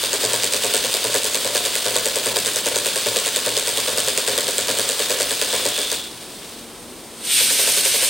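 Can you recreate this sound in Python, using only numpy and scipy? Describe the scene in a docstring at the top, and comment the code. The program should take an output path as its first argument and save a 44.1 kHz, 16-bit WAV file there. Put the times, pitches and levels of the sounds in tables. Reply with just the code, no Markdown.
"""A small twin-cylinder model engine, held in a vice in a humming workshop, runs on compressed air.
Air hisses from the valves; four strokes a turn drive the gear teeth through their backlash, so they
clack and thump the frame, and once a turn the engine rocks in the vice. Airy whistles come and go.
Near 6 s the air is turned down and the engine stalls, leaving a trickle through the ports. At 7.2 s
the tap is opened wide: the ports hiss loudly and sing for a moment, and the engine runs faster."""
import sys
import numpy as np
from scipy import signal
from scipy.fft import rfft, irfft
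from scipy.io import wavfile
from scipy.ndimage import uniform_filter1d

SR = 44100
rng = np.random.default_rng(int(sys.argv[2]) if len(sys.argv) > 2 else 0)


def digitize_waveform(pressure):
    """Quantize a signal to 16-bit integers and store it at the path in sys.argv[1].

    Rows of a 2-D input are taken as channels; values are limited to [-1, 1].
    """
    field = np.atleast_2d(pressure).T
    bounded = np.clip(field, -1, 1)
    quanta = np.round(bounded * 32767).astype(np.int16)
    wavfile.write(sys.argv[1], SR, quanta)


N = 356769

# Spectrum of the workshop noise: f/Hz, relative density/dB
SHOP_SPECTRUM = [(20, -32), (37, -9), (58, -10), (85, -12.5), (155, -7.5), (240, -4.5), (390, -3),
                 (550, -7), (1000, -12), (1800, -18), (2400, -19.5), (4000, -90)]
# Partials of the workshop hum: f/Hz, level/dB
HUM_PARTIALS = [(119, -64), (230, -54.5), (372, -57), (1002, -63)]
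# Spectrum of the valve leak: f/Hz, relative density/dB
LEAK_SPECTRUM = [(400, -16), (800, -9.5), (1300, -5.5), (2100, -5), (3000, 1), (3600, 3), (4200, 0.5),
                 (4750, 0.6), (5500, -4), (7200, -4.5), (8500, -1), (9600, -3), (10800, -9.5), (13000, -12),
                 (14400, -9), (15500, -7), (16000, -3)]
# Envelope of the leak before the supply is turned down: t/s, level/dB
LEAK_LEVELS = [(0.0, -22), (1.63, -23), (2.05, -23.5), (5.44, -22.5), (5.75, -22.5)]
# Crank motion, nearly steady and then labouring to a stop: t/s, strokes done
FIRST_RUN_STROKES = [(.0296, 0), (1.4462, 14), (1.7539, 17), (2.3595, 23), (2.9581, 29), (3.4616, 34),
                     (3.6727, 36), (4.276, 42), (4.683, 46), (5.2001, 51), (5.4144, 53), (5.528, 54),
                     (5.7771, 56), (5.9158, 57)]
# Tooth contacts in one stroke: share of the stroke, clack offset/dB, thump offset/dB, scrape decay/s
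TOOTH_CONTACTS = [(0, 1.6, -3, 0.0014), (.083, 0.3, -5.5, 0.0016), (.178, -2.5, -8, 0.0018),
                  (.272, -1.5, -13, 0.0027), (.388, -7, -14, 0.0015), (.51, -12, -9.5, 0.0005),
                  (.648, -12.5, -14.5, 0.00033), (.774, -22.5, -12, 0.00058), (.893, -6, -15, 0.0005)]
# The four strokes of a turn, two light and two heavy, in relative levels:
# first clack/dB, later clacks/dB, first thump/dB, later thumps/dB
TURN_LEVELS = [(-23.5, -22, -28.5, -28.5), (-19.5, -22.5, -28, -28.5), (-23.5, -22, -26.5, -24),
               (-21, -20, -24, -26.5)]
# Modes of the gear and brass parts: f/Hz, bandwidth/Hz, gain/dB
GEAR_RESONANCES = [(1600, 236, -4), (2460, 600, -3.5), (3430, 770, -0.5), (4770, 640, 0), (6250, 1140, -2),
                   (8380, 1570, 2.5), (9540, 1620, -0.5), (11340, 2400, -7), (13600, 900, -12),
                   (15500, 600, -11)]
# Modes of frame, vice and bench: f/Hz, bandwidth/Hz, gain/dB
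FRAME_RESONANCES = [(115.3, 4.7, -4.5), (221, 33, -11.5), (268.6, 21, -4), (296.6, 18, -4.5), (402, 30, 3),
                    (442, 53, -3), (493, 24, 0.5), (534.6, 19.3, 5), (585.7, 9.4, 4.5), (642, 10.5, 0),
                    (712, 7.6, 1.5), (916, 68, -3), (999, 19, -9), (1002, 7.4, -1), (1031, 20, -5),
                    (1085.5, 10.7, 0), (1188, 76, -10), (1443, 31, -3.5), (1610, 43, -9.5),
                    (1728, 28, -3.5), (1966, 91, -9.5), (2284, 17, -3)]
# Half-whistles at the valves: start/s, end/s, f/Hz, resonator bandwidth/Hz, level/dB
VALVE_TONES = [(1.4, 2.2, 13000, 600, -47), (1.6, 1.8, 4750, 330, -43), (2.3, 2.8, 9800, 700, -38),
               (2.4, 5.1, 3500, 547, -40), (5.4, 6.12, 3450, 590, -29.5)]
# Steps by which the supply is turned down: t/s, duration/s, level change/dB
SUPPLY_STEPS = [(5.79, .07, -2), (5.95, 0.18, -12.5), (6.6, 0.053, -6.5)]
# Spectrum of the jet through the ports: f/Hz, relative density/dB
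JET_SPECTRUM = [(530, -22), (900, -18.5), (1100, -19), (1390, -11.5), (1570, -7.5), (1880, -9), (2300, -3),
                (3590, -1), (5610, -3), (7490, -5), (8550, 2), (9530, 0), (10400, -4.5), (15200, -9.5),
                (16000, -38)]
# Tones of the ports during the surge: f/Hz, resonator bandwidth/Hz, level against the flow/dB
SURGE_TONES = [(3150, 1900, -4), (8500, 1300, -5)]
# Crank motion picking up on full air: t/s, strokes done
RESTART_STROKES = [(7.4006, 0), (7.5031, 1), (7.6725, 3), (7.7678, 4), (8.0229, 7)]
# Coherence of the noise between the channels: f/Hz, left-right correlation
STEREO_COHERENCE = [(40, .85), (130, .88), (300, .97), (2200, .97), (4500, .93), (5500, .7), (7500, .95),
                    (8800, .9), (9900, .4), (12000, .75)]
# Stereo spread of the top hiss, where above 10 kHz the left channel leads the right: f/Hz, lead/rad
TREBLE_LEAD = [(100, 0), (10200, 0), (10900, 1.35), (13000, 1.3), (16000, .9)]
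# Level difference between the channels: f/Hz, left over right/dB
STEREO_BALANCE = [(60, 1.5), (120, 3), (240, 2.1), (480, 0.7), (950, 2.4), (1890, 1.5), (3770, 0),
                  (7520, -0.4), (15000, -1.1)]

STALL_S, TAP_OPENS_S, TAP_TURN_S = 6.05, 7.17, 0.21
TIME = np.arange(N) / SR


def from_db(db):
    """Amplitude ratio of a level in decibels."""
    return 10 ** (np.asarray(db) / 20)


def rms_one(x):
    """Normalisation to unit mean power."""
    return x / np.sqrt(np.mean(x ** 2) + 1e-20)


def pan(db):
    """Left and right gains for an interchannel level difference."""
    return from_db(db / 2 * np.array([[1], [-1]]))


def per_bin(points):
    """Interpolation of (f/Hz, value) points over the whole spectrum, in log frequency."""
    hz, value = np.transpose(points)
    return np.interp(np.log(np.arange(N // 2 + 1) * SR / N + 1), np.log(hz), value)


def drift(rate_hz, hop=40):
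    """Slow random modulation: low-passed noise of unit spread."""
    pole = np.exp(-2 * np.pi * rate_hz * hop / SR)
    slow = signal.lfilter([1], [1, -2 * pole, pole * pole], rng.standard_normal(N // hop + 2002))[2000:]
    return np.interp(np.arange(N) / hop, np.arange(len(slow)), rms_one(slow))


def air_noise(spectrum):
    """Partially coherent stereo noise of a given spectrum, at rms 1."""
    mid, side = rfft(rng.standard_normal((2, N)))
    coherence = per_bin(STEREO_COHERENCE)
    pair = np.sqrt(1 + coherence) * mid + np.sqrt(1 - coherence) * side * [[1], [-1]]
    return rms_one(irfft(pair * from_db(per_bin(spectrum)), N))


def split(x, hz):
    """Complementary filtering: the parts below and above a frequency."""
    low = signal.sosfiltfilt(signal.butter(3, hz, fs=SR, output="sos"), x)
    return low, x - low


def resonance(x, hz, width_hz):
    """A damped oscillator driven by x, with unit gain at resonance."""
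    radius = np.exp(-np.pi * width_hz / SR)
    feedback = [1, -2 * radius * np.cos(2 * np.pi * hz / SR), radius ** 2]
    return signal.lfilter(np.array([1, 0, -1]) * (1 - radius ** 2) / 2, feedback, x + 1e-18)


def ring(x, modes):
    """Modal superposition: a body's resonances add, with alternating signs."""
    return sum((-1) ** k * from_db(db) * resonance(x, hz, width_hz)
               for k, (hz, width_hz, db) in enumerate(modes))


def clicks(times, gains):
    """Ideal impulses, one sample long."""
    at = np.round(times * SR).astype(int)
    inside = (at >= 0) & (at < N)
    return np.bincount(at[inside], gains[inside], N)


def scrapes(times, db, rise_s, decay_s, grain_db):
    """Friction of rough surfaces: a gritty burst at each time, its energy set by db."""
    age = np.arange(SR // 80) / SR
    white, grain = rng.standard_normal((2, len(times), len(age)))
    envelope = np.exp(-age / decay_s) * (1 - np.exp(-age / rise_s)) ** 2
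    grit = white * from_db(grain_db * grain) * envelope
    grit *= (from_db(db) / np.linalg.norm(grit, axis=1))[:, None]
    return clicks((times[:, None] + age).ravel(), grit.ravel())


def workshop_background(noise_db=-40.5, waver_db=4, wander_rad=1):
    """Dull noise lies under a hum that wavers by amplitude and phase modulation."""
    hum = 0
    for hz, db in HUM_PARTIALS:
        amplitude = np.sqrt(2) * from_db(db + waver_db * drift(2.1))
        hum += amplitude * np.sin(2 * np.pi * hz * TIME + wander_rad * drift(1.75))
    return from_db(noise_db) * air_noise(SHOP_SPECTRUM) + hum


def valve_leak(gain_db=-0.2, flutter_db=1.32, flicker_db=0.2):
    """Turbulence of air escaping past the valves: a flickering hiss that falls with the supply."""
    dull, bright = split(air_noise(LEAK_SPECTRUM), hz=5900)
    hiss = dull * from_db(flicker_db * drift(4.9)) + bright * from_db(flicker_db * drift(18))
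    drop_db = sum(db * np.clip((TIME - start) / length_s, 0, 1) for start, length_s, db in SUPPLY_STEPS)
    flow_db = np.interp(TIME, *np.transpose(LEAK_LEVELS)) + drop_db
    return hiss * pan(db=0.2) * from_db(gain_db + flow_db + flutter_db * drift(42))


def stroke_times(run):
    """Crank kinematics: the instant at which each whole stroke is reached."""
    times, done = np.transpose(run)
    return np.interp(np.arange(done[-1] + 1), done, times)


def tooth_contacts(run, gain_db=0, last_fade_db=0, jitter_s=0.0002, steady_strokes_per_s=9.3):
    """Backlash: teeth collide in each stroke, further apart and clacking less as the crank slows."""
    starts = stroke_times(run)
    share, tooth_clack_db, tooth_thump_db, scrape_s = np.transpose(TOOTH_CONTACTS)
    period = np.diff(starts, append=2 * starts[-1] - starts[-2])[:, None]
    times = starts[:, None] + period * share + jitter_s * rng.standard_normal((len(starts), len(share)))
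    stroke_levels = np.array(TURN_LEVELS)[np.arange(len(starts)) % len(TURN_LEVELS)]
    first_clack, later_clacks, first_thump, later_thumps = stroke_levels.T[:, :, None]
    fade_db = last_fade_db * (starts == starts[-1])[:, None] * share
    force_db = gain_db + fade_db + rng.normal(0, 0.47, (len(starts), 1))  # no two strokes are alike
    slow_db = 4 * np.log2(np.minimum(1 / (period * steady_strokes_per_s), 1))  # 4 dB an octave of speed
    first = np.arange(len(share)) == 0
    clack_db = np.where(first, first_clack, later_clacks) + tooth_clack_db + force_db + slow_db
    thump_db = np.where(first, first_thump, later_thumps) + tooth_thump_db + force_db
    decay_s = scrape_s * 2 ** rng.normal(0, 0.2, times.shape)  # some teeth land crisply, others drag
    return np.array([times.ravel(), clack_db.ravel(), thump_db.ravel(), decay_s.ravel()])


def gear_clacks(times, db, scrape_s, gain_db=33, rattle_db=-6):
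    """Impact excitation: each tooth lands with a scrape that rings the gear; slack pins tick between."""
    db = db + gain_db + rng.normal(0, 1.3, len(times))
    teeth = scrapes(times, db, rise_s=0.00008, decay_s=scrape_s[:, None], grain_db=1.5)
    pin_times = times + rng.uniform(0, 0.011, len(times))
    pin_db = uniform_filter1d(db, size=len(TOOTH_CONTACTS)) + rng.normal(rattle_db, 3, len(times))
    pins = scrapes(pin_times, pin_db, rise_s=0.00005, decay_s=0.00063, grain_db=4.5)
    return ring(teeth + pins, GEAR_RESONANCES)


def frame_thumps(times, db, knock_db=51.5, ring_db=47, delay_s=0.003405, loose_s=0.00202, soft_db=7):
    """Structure-borne sound: a tooth taking the load shoves the frame, which knocks and shudders."""
    slack = np.clip((db.max() - db) / 20, 0, 1) ** 2  # lightly loaded teeth bear softly and less exactly
    times = times + loose_s * slack * rng.standard_normal(len(times))
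    shove_db = db + knock_db - soft_db * slack + rng.normal(0, 0.3, len(times))
    shoves = clicks(times + delay_s, from_db(shove_db))
    band = signal.butter(2, [390, 655], "band", fs=SR, output="sos")
    knock = signal.sosfilt(band, signal.sosfilt(band, shoves + 1e-18))
    friction = scrapes(times, db + ring_db, rise_s=0.0011, decay_s=0.0053, grain_db=1)
    return knock + ring(friction, FRAME_RESONANCES)


def reverberate(x, wet_db, t60_s=0.17, first_echo_s=0.002):
    """Reverberation: dense reflections from bench and walls decay exponentially, unlike at each side."""
    age = np.arange(SR // 2) / SR
    tail = rng.standard_normal((2, len(age))) * from_db(-60 * age / t60_s) * (age > first_echo_s)
    tail /= np.linalg.norm(tail, axis=1, keepdims=True)
    return x + from_db(wet_db) * signal.fftconvolve(x[None], tail, axes=1)[:, :N]


def vice_rock(push_db=24.5, delay_s=0.01204):
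    """Resonance: until the stall, the hardest stroke of each turn sets the engine booming in the vice."""
    times = stroke_times(FIRST_RUN_STROKES)[2::len(TURN_LEVELS)] + delay_s
    pushes = clicks(times, from_db(rng.normal(push_db, 0.47, len(times))))
    return resonance(pushes, hz=117.8, width_hz=3.5)


def airy_tone(turbulence, hz, width_hz, flutter_db):
    """Resonant filtering narrows turbulence to an unsteady half-whistle."""
    narrow = resonance(resonance(turbulence, hz, width_hz), hz, width_hz)
    return rms_one(narrow) * from_db(flutter_db * drift(15))


def valve_whistles(turbulence):
    """Edge tones: air grazing the valves gives half-whistles that swell and fade."""
    whistles = 0
    for start, end, hz, width_hz, db in VALVE_TONES:
        swell = np.sin(np.pi * np.clip((TIME - start) / (end - start), 0, 1))
        whistles += swell * from_db(db) * airy_tone(turbulence, hz, width_hz, flutter_db=2)
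    return whistles


def surge(fade_s):
    """Pressure relaxation: 1 until the tap is fully open, then decaying as the hose pressure is spent."""
    return np.exp(-np.maximum(TIME - TAP_OPENS_S - TAP_TURN_S, 0) / fade_s)


def port_flow(trickle_db=-44, full_air_db=-20, surge_db=2):
    """Throttling, as a gain: a trickle from the stall on swells with the tap, overshoots and settles."""
    opening = np.sin(np.pi / 2 * np.clip((TIME - TAP_OPENS_S) / TAP_TURN_S, 0, 1)) ** 1.32
    open_db = full_air_db + surge_db * surge(fade_s=0.23)
    return (TIME > STALL_S) * from_db(trickle_db + opening * (open_db - trickle_db))


def throb(lag, depth_db):
    """Amplitude modulation once a stroke of the restart, peaking `lag` strokes after the first clack."""
    starts = stroke_times(RESTART_STROKES)
    starts = np.r_[2 * starts[0] - starts[1], starts, 2 * starts[-1] - starts[-2]]
    phase = np.interp(TIME, starts, np.arange(len(starts)))
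    return from_db(depth_db * (TIME > starts[0]) * np.cos(2 * np.pi * (phase - lag)))


def port_jet(gain_db=2.03, flutter_db=0.94):
    """Jet noise: an open port puffs dully; as it closes, the narrowing jet sizzles."""
    puff, treble = split(air_noise(JET_SPECTRUM), hz=2400)
    rush, sizzle = split(treble, hz=10500)
    jet = (puff * throb(lag=-0.046, depth_db=2.5)
           + rush * throb(lag=0.17, depth_db=0.4)
           + sizzle * throb(lag=0.32, depth_db=2.5))
    return jet * port_flow() * pan(db=-0.3) * from_db(gain_db + flutter_db * drift(60))


def port_whistles(turbulence):
    """Edge tones: the ports sing while the first surge blows through them."""
    tones = sum(from_db(db) * airy_tone(turbulence, hz, width_hz, flutter_db=0.5)
                for hz, width_hz, db in SURGE_TONES)
    return tones * port_flow() * surge(fade_s=0.13) * (TIME > TAP_OPENS_S)


def scene():
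    """Superposition of the background, the air and the engine's impacts with their reflections."""
    first_run = tooth_contacts(FIRST_RUN_STROKES, last_fade_db=-8.5)
    restart = tooth_contacts(RESTART_STROKES, gain_db=-3.5)  # the gear runs more smoothly on full air
    times, clack_db, thump_db, scrape_s = np.hstack([first_run, restart])
    clacks = reverberate(gear_clacks(times, clack_db, scrape_s), wet_db=-12.5)
    thumps = reverberate(frame_thumps(times, thump_db), wet_db=-17.5)
    hiss = valve_leak() + port_jet()
    turbulence = air_noise(JET_SPECTRUM)
    whistles = valve_whistles(turbulence) + port_whistles(turbulence)
    return workshop_background() + hiss + clacks + thumps + vice_rock() + whistles


def record(dry, low_hz=30, high_hz=15900):
    """Left and right differ in level, and above 10 kHz in phase; band limiting and saturation follow."""
    response = np.exp(0.5j * per_bin(TREBLE_LEAD) * [[1], [-1]]) * pan(per_bin(STEREO_BALANCE))
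    heard = irfft(rfft(dry) * response, N)
    rumble_cut = signal.butter(4, low_hz, "high", fs=SR, output="sos")
    treble_cut = signal.ellip(12, 0.3, 90, high_hz, fs=SR, output="sos")
    rounded = np.tanh(signal.sosfilt(rumble_cut, heard))
    return signal.sosfilt(treble_cut, rounded)


dry = scene()
out = record(dry)
digitize_waveform(out)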